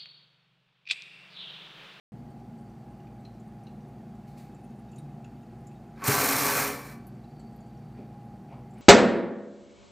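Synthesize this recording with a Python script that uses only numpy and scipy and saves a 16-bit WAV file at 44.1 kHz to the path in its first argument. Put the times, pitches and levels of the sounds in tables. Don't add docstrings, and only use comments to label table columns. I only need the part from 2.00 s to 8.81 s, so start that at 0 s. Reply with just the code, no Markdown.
import sys
import numpy as np
from scipy import signal
from scipy.fft import rfft, irfft
from scipy.io import wavfile

SR = 44100
rng = np.random.default_rng(int(sys.argv[2]) if len(sys.argv) > 2 else 0)


def store_pcm(level_fs):
    pcm = np.round(np.clip(level_fs, -1, 1) * 32767).astype(np.int16)
    wavfile.write(sys.argv[1], SR, np.atleast_2d(pcm).T)


N = 300321


def flow(open_s, close_s, dry_s):
    t = seconds()
    leak_db_per_s, sag_db_per_s, release_db_per_s = 350.5, 4.0, 115
    jump_db, build_s = -12.5, 0.038
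    leak = from_db(leak_db_per_s * np.minimum(t - open_s, 0)) * (t < open_s)
    held_s = np.maximum(t - open_s, 0)
    jets_db = jump_db * np.maximum(1 - held_s / build_s, 0) - sag_db_per_s * held_s
    jets_db -= release_db_per_s * np.maximum(t - close_s, 0)
    jets = from_db(jets_db) * (t >= open_s)
    dribble = swell(4.858, rise_s=0.01, fall_s=0.1048, db=-25.5)
    water_left = np.exp(-np.maximum(t - dry_s, 0) / .04)
    return leak, np.hypot(jets, dribble) * water_left


def spray(drum_db, hiss_db, modes_db, surge_db, sputter_db):
    # pitch_hz, relative_db, t60_s
    basin_modes = [(134, -47, .3), (274, -43, .7), (291, -48, .4), (413, -43.5, .45), (485, -49, .6),
                   (570, -50, .4), (693, -48, .6), (754, -49, .5), (791, -46, .5), (866, -49, .4),
                   (893, -44, .6), (996, -48, .5), (1118, -45, .4), (1151, -43, .45), (1325, -51, .4),
                   (1536, -44, .45), (1564, -48, .4), (1685, -51, .4), (1765, -48, .45), (2116, -46, .45),
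                   (2256, -48, .45), (2312, -44.5, .4), (2466, -50, .35), (2972, -60, .2), (4204, -55, .12),
                   (4360, -56, .1), (5491, -54, .08)]
    # frequency_hz, density_db
    sheet_colour = [(60, -40.5), (105, -8), (135, -3.5), (175, -7), (290, 5), (350, -6.5), (520, 2.5),
                    (640, -3), (1120, 2), (1700, -1), (2450, -2), (2900, -17), (4500, -14), (12000, -52)]
    # frequency_hz, density_db
    splash_colour = [(1000, -52), (2700, 0.5), (3400, -4), (4300, 1), (5000, -0.5), (5500, 4), (6100, 3),
                     (7200, 3), (7800, 1), (9300, 3.5), (10600, -1.5), (12000, 5), (13500, 4), (15500, 0.5)]
    leak, jets = flow(open_s=4.039, close_s=4.619, dry_s=4.93)
    drum = from_db(drum_db) * (jets + from_db(-16) * leak) ** 0.83
    hiss = from_db(hiss_db) * (jets + from_db(-28) * leak ** 1.15)
    surge = from_db(surge_db * drift(35))
    steel = drum * coloured(impacts(per_s=3500, spread_db=2.5) * surge, sheet_colour)
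    for hz, db, t60 in basin_modes:
        hits = impacts(per_s=1500, spread_db=3.0) * drum
        build_up = np.sqrt(t60 * SR / (4 * np.log(1000)))
        steel += from_db(db + modes_db) * ring(hits, hz, t60) / build_up
    droplets = impacts(per_s=14000, spread_db=-0.5) * surge * from_db(sputter_db * drift(350))
    splash = hiss * coloured(droplets, splash_colour)
    return steel + echoes(splash, t60=.03, wet_db=-8.0, wall_hz=12000, first_s=0.001)


def thump():
    # start_s, level_db
    slugs = [(4.0809, -20.5), (4.0906, -22)]
    # pitch_hz, gain_db, t60_s
    bottom_modes = [(99, -7.5, 0.031), (134, 5.5, 0.097), (260, -4.5, 0.2), (420, -9, 0.12)]
    blows = np.zeros(N)
    for s, db in slugs:
        blows[round(s * SR)] = from_db(db)
    bottom = sum(from_db(db) * ring(low_cut(blows, .7 * hz), hz, t60) for hz, db, t60 in bottom_modes)
    return low_cut(bottom, hz=100)


def knocks_and_drops(gain_db, splat_db, width_hz, drop_t60_s):
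    # start_s, relative_db, pitch_hz, splat_t60_s
    knocks = [(4.017, -31, 1100, .2), (4.039, -24.5, 7040, .02)]
    # start_s, relative_db, pitch_hz
    ticks = [(1.0, -61, 2750), (1.069, -57, 2470), (1.249, -52.5, 4130), (1.251, -56, 2500),
             (1.397, -64, 7000), (1.667, -54.5, 4030), (1.668, -57, 2770), (2.545, -63, 7160),
             (2.642, -65, 9400), (2.914, -61, 7140), (2.929, -57.5, 2710), (2.958, -55.5, 6940),
             (2.981, -56, 3800), (2.983, -54, 9000), (3.242, -50.5, 2670), (3.243, -60, 6900),
             (3.668, -53.5, 7170), (3.712, -58, 2650), (5.067, -51.5, 11800), (5.237, -62.5, 3900),
             (5.395, -59.5, 7500), (5.396, -60, 4400), (5.558, -62.5, 12400), (5.604, -64.5, 7000),
             (6.706, -65, 7500), (6.737, -63.5, 7800), (6.78, -63.5, 9200)]
    drops = [(*row, drop_t60_s) for row in list(ticks) + drips(count=40, per_s=5.0)]
    out = np.zeros(N + SR)
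    t = np.arange(SR // 4) / SR
    attack = 1 - np.exp(-t / 0.0018)
    noises = rng.standard_normal((80, len(t)))
    for (s, db, hz, t60), noise in zip(list(knocks) + drops, noises):
        half_hz = width_hz * (hz / 5000) ** 1.4
        tone = rms_one(band(noise, max(hz - half_hz, hz / 2), hz + half_hz))
        tone *= from_db(-60 * t / (1.3 * t60))
        splat = rms_one(band(noise, hz / 1.45, hz * 1.45)) * from_db(-60 * t / t60)
        at = round(s * SR)
        out[at:at + len(t)] += from_db(db + gain_db) * attack * (tone + from_db(splat_db) * splat)
    return out[:N]


def drips(count, per_s, db=-70, low_hz=5500, high_hz=11000):
    wait, size, pitch = rng.random((count, 3)).T
    start_s = np.cumsum(-np.log(1 - wait)) / per_s
    relative_db = db + 10 * np.log10(.5 + size)
    pitch_hz = low_hz * (high_hz / low_hz) ** pitch
    return list(np.transpose([start_s, relative_db, pitch_hz])[start_s < N / SR])


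def rustles(grains):
    # peak_s, level_db
    swishes = [(2.285, -66), (2.385, -60.5)]
    # frequency_hz, density_db
    swish_colour = [(700, -20), (1800, 1), (2250, 7), (3200, -5), (4300, 2.5), (5500, -5), (7500, -3),
                    (10400, -8), (14000, -7)]
    # peak_s, body_db, pitch_hz, scuff_db
    bumps = [(5.997, -45, 320, -61), (6.538, -47, 570, -57.5), (6.79, -60, 500, -62)]
    # frequency_hz, density_db
    scuff_colour = [(500, -10), (1100, 1), (1700, -2), (2300, 2), (3000, -7), (5000, -16), (15000, -40)]
    strokes = sum(swell(s, rise_s=0.013, fall_s=0.065, db=db) for s, db in swishes)
    out = strokes * coloured(grains, swish_colour)
    scuff = coloured(grains, scuff_colour)
    edge = 2 ** (1.38 / 2)
    for s, body_db, hz, scuff_db in bumps:
        body = rms_one(band(grains, hz / edge, hz * edge))
        out += swell(s, rise_s=.022, fall_s=0.038, db=body_db) * body
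        out += swell(s, rise_s=.036, fall_s=0.038, db=scuff_db) * scuff
    return out


def grip(slips_per_s, fade_s):
    # pitch_hz, relative_db, t60_s
    valve_modes = [(2600, 6, 0.07), (3745, -1, 0.078), (6400, 3, .015), (6960, 4, .02), (8900, 3, 0.019)]
    # start_s, end_s, level_db
    shifts = [(2.52, 3.0, -78.5), (3.66, 4.0, -80)]
    t = seconds()
    slips = sum(from_db(db) * ring(impacts(slips_per_s, spread_db=4.0), hz, t60)
                for hz, db, t60 in valve_modes)
    effort = sum(from_db(db) * np.exp(-abs(t - np.clip(t, start, end)) / fade_s)
                 for start, end, db in shifts)
    return effort * rms_one(slips) * from_db(3.0 * drift(14))


def seepage(whistle_hz, whistle_db, waver_db, trickle_db):
    strength = from_db(whistle_db + waver_db * drift(3))
    strength += swell(5.5, rise_s=0.5, fall_s=0.4, db=-80)
    whistle = strength * rms_one(ring(rng.standard_normal(N), whistle_hz, t60=0.04))
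    pops = sum(ring(impacts(per_s=30, spread_db=2.0), hz, t60=70 / hz) * (1000 / hz) ** .5
               for hz in np.geomspace(1100, 9000, 20))
    return whistle + from_db(trickle_db) * rms_one(pops)


def hum_swell(noise):
    hum = rms_one(band(noise, low_hz=130.7, high_hz=149))
    return swell(3, rise_s=.045, fall_s=0.18, db=-42.5) * hum


def machines(air_db, waver_db):
    # frequency_hz, density_db
    air_colour = [(20, -26), (70, -12), (160, -1), (260, -7), (385, -6), (430, -16.5), (580, -16),
                  (780, -10), (950, -22.5), (2300, -33.5), (3400, -39.5), (9200, -46), (10400, -49),
                  (15500, -48)]
    # pitch_hz, width_hz, level_db
    hum = [(54.3, 2, -62), (59.2, 0.26, -58.5), (118.4, 4.4, -49.5), (141.2, 9, -49.5), (181, 4, -61.5),
           (200.2, 4, -51.5), (226.4, 9, -49), (241, 5, -54.5), (487.4, 16, -67.5), (687, 7.9, -69),
           (720, 8, -65), (774, 6, -72), (789, 3.5, -88), (821, 3, -58.5)]
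    out = from_db(air_db) * coloured(rng.standard_normal(N), air_colour)
    for hz, width_hz, db in hum:
        pitch = hz + 0.586 * width_hz * drift(3 * width_hz)
        strength = rms_one(from_db(waver_db * drift(2 * width_hz) * width_hz / (width_hz + 2)))
        out += from_db(db) * strength * np.sin(2 * np.pi * np.cumsum(pitch) / SR)
    return out


def kitchen(x):
    return echoes(x, t60=0.45, wet_db=-7.5, wall_hz=5750, first_s=0.0047)


def echoes(x, t60, wet_db, wall_hz, first_s):
    t = np.arange(SR) / SR
    tail = rng.standard_normal(SR) * from_db(-60 * t / t60) * (t > first_s)
    walls = signal.butter(1, wall_hz, fs=SR, output="sos")
    tail = signal.sosfilt(walls, tail / np.linalg.norm(tail))
    return x + from_db(wet_db) * signal.fftconvolve(x, tail)[:N]


def impacts(per_s, spread_db):
    sizes = from_db(spread_db * np.minimum(rng.exponential(1, N), 4))
    return rms_one(sizes * rng.choice([-1, 1], N) * (rng.random(N) < per_s / SR))


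def ring(x, hz, t60):
    decay = from_db(-60 / (t60 * SR))
    angle = 2 * np.pi * hz / SR
    return signal.lfilter([0, np.sin(angle)], [1, -2 * decay * np.cos(angle), decay ** 2], x + 1e-18)


def swell(peak_s, rise_s, fall_s, db):
    t = seconds() - peak_s
    return from_db(db) * np.exp(-np.where(t < 0, (t / rise_s) ** 2, t / fall_s))


def drift(per_s):
    values = rms_one(rng.standard_normal(4096))
    return np.interp(seconds() * per_s, np.arange(len(values)), values)


def coloured(x, spectrum):
    hz, db = np.transpose(spectrum)
    bins_hz = np.maximum(np.fft.rfftfreq(N, 1 / SR), 1)
    gain = from_db(np.interp(np.log(bins_hz), np.log(hz), db))
    return rms_one(irfft(rfft(x) * gain, N))


def band(x, low_hz, high_hz):
    return signal.sosfilt(signal.butter(2, [low_hz, high_hz], "band", fs=SR, output="sos"), x)


def low_cut(x, hz):
    return signal.sosfilt(signal.butter(2, hz, "high", fs=SR, output="sos"), x)


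def from_db(db):
    return 10 ** (np.asarray(db) / 20)


def rms_one(x):
    return x / np.sqrt(np.mean(x ** 2) + 1e-20)


def seconds():
    return np.arange(N) / SR


def scene():
    sink = spray(drum_db=-28.5, hiss_db=-26.7, modes_db=30.5, surge_db=1.0, sputter_db=1.9) + thump()
    sink += knocks_and_drops(gain_db=-3.5, splat_db=-4.5, width_hz=270, drop_t60_s=0.06)
    grainy_noise = impacts(per_s=8600, spread_db=3.5)
    handling = rustles(grainy_noise) + grip(slips_per_s=70, fade_s=.2)
    mono = kitchen(sink + handling + hum_swell(grainy_noise))
    mono += seepage(whistle_hz=4565, whistle_db=-85.5, waver_db=1.0, trickle_db=-74.5)
    mono += machines(air_db=-50.5, waver_db=4.0)
    return np.stack([mono, mono])


def record(dry):
    start_s, cutoff_hz = .12, 15500
    lowpass = signal.ellip(12, .1, 90, cutoff_hz, fs=SR, output="sos")
    return signal.sosfilt(lowpass, dry * (seconds() >= start_s))


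dry = scene()
out = record(dry)
store_pcm(out)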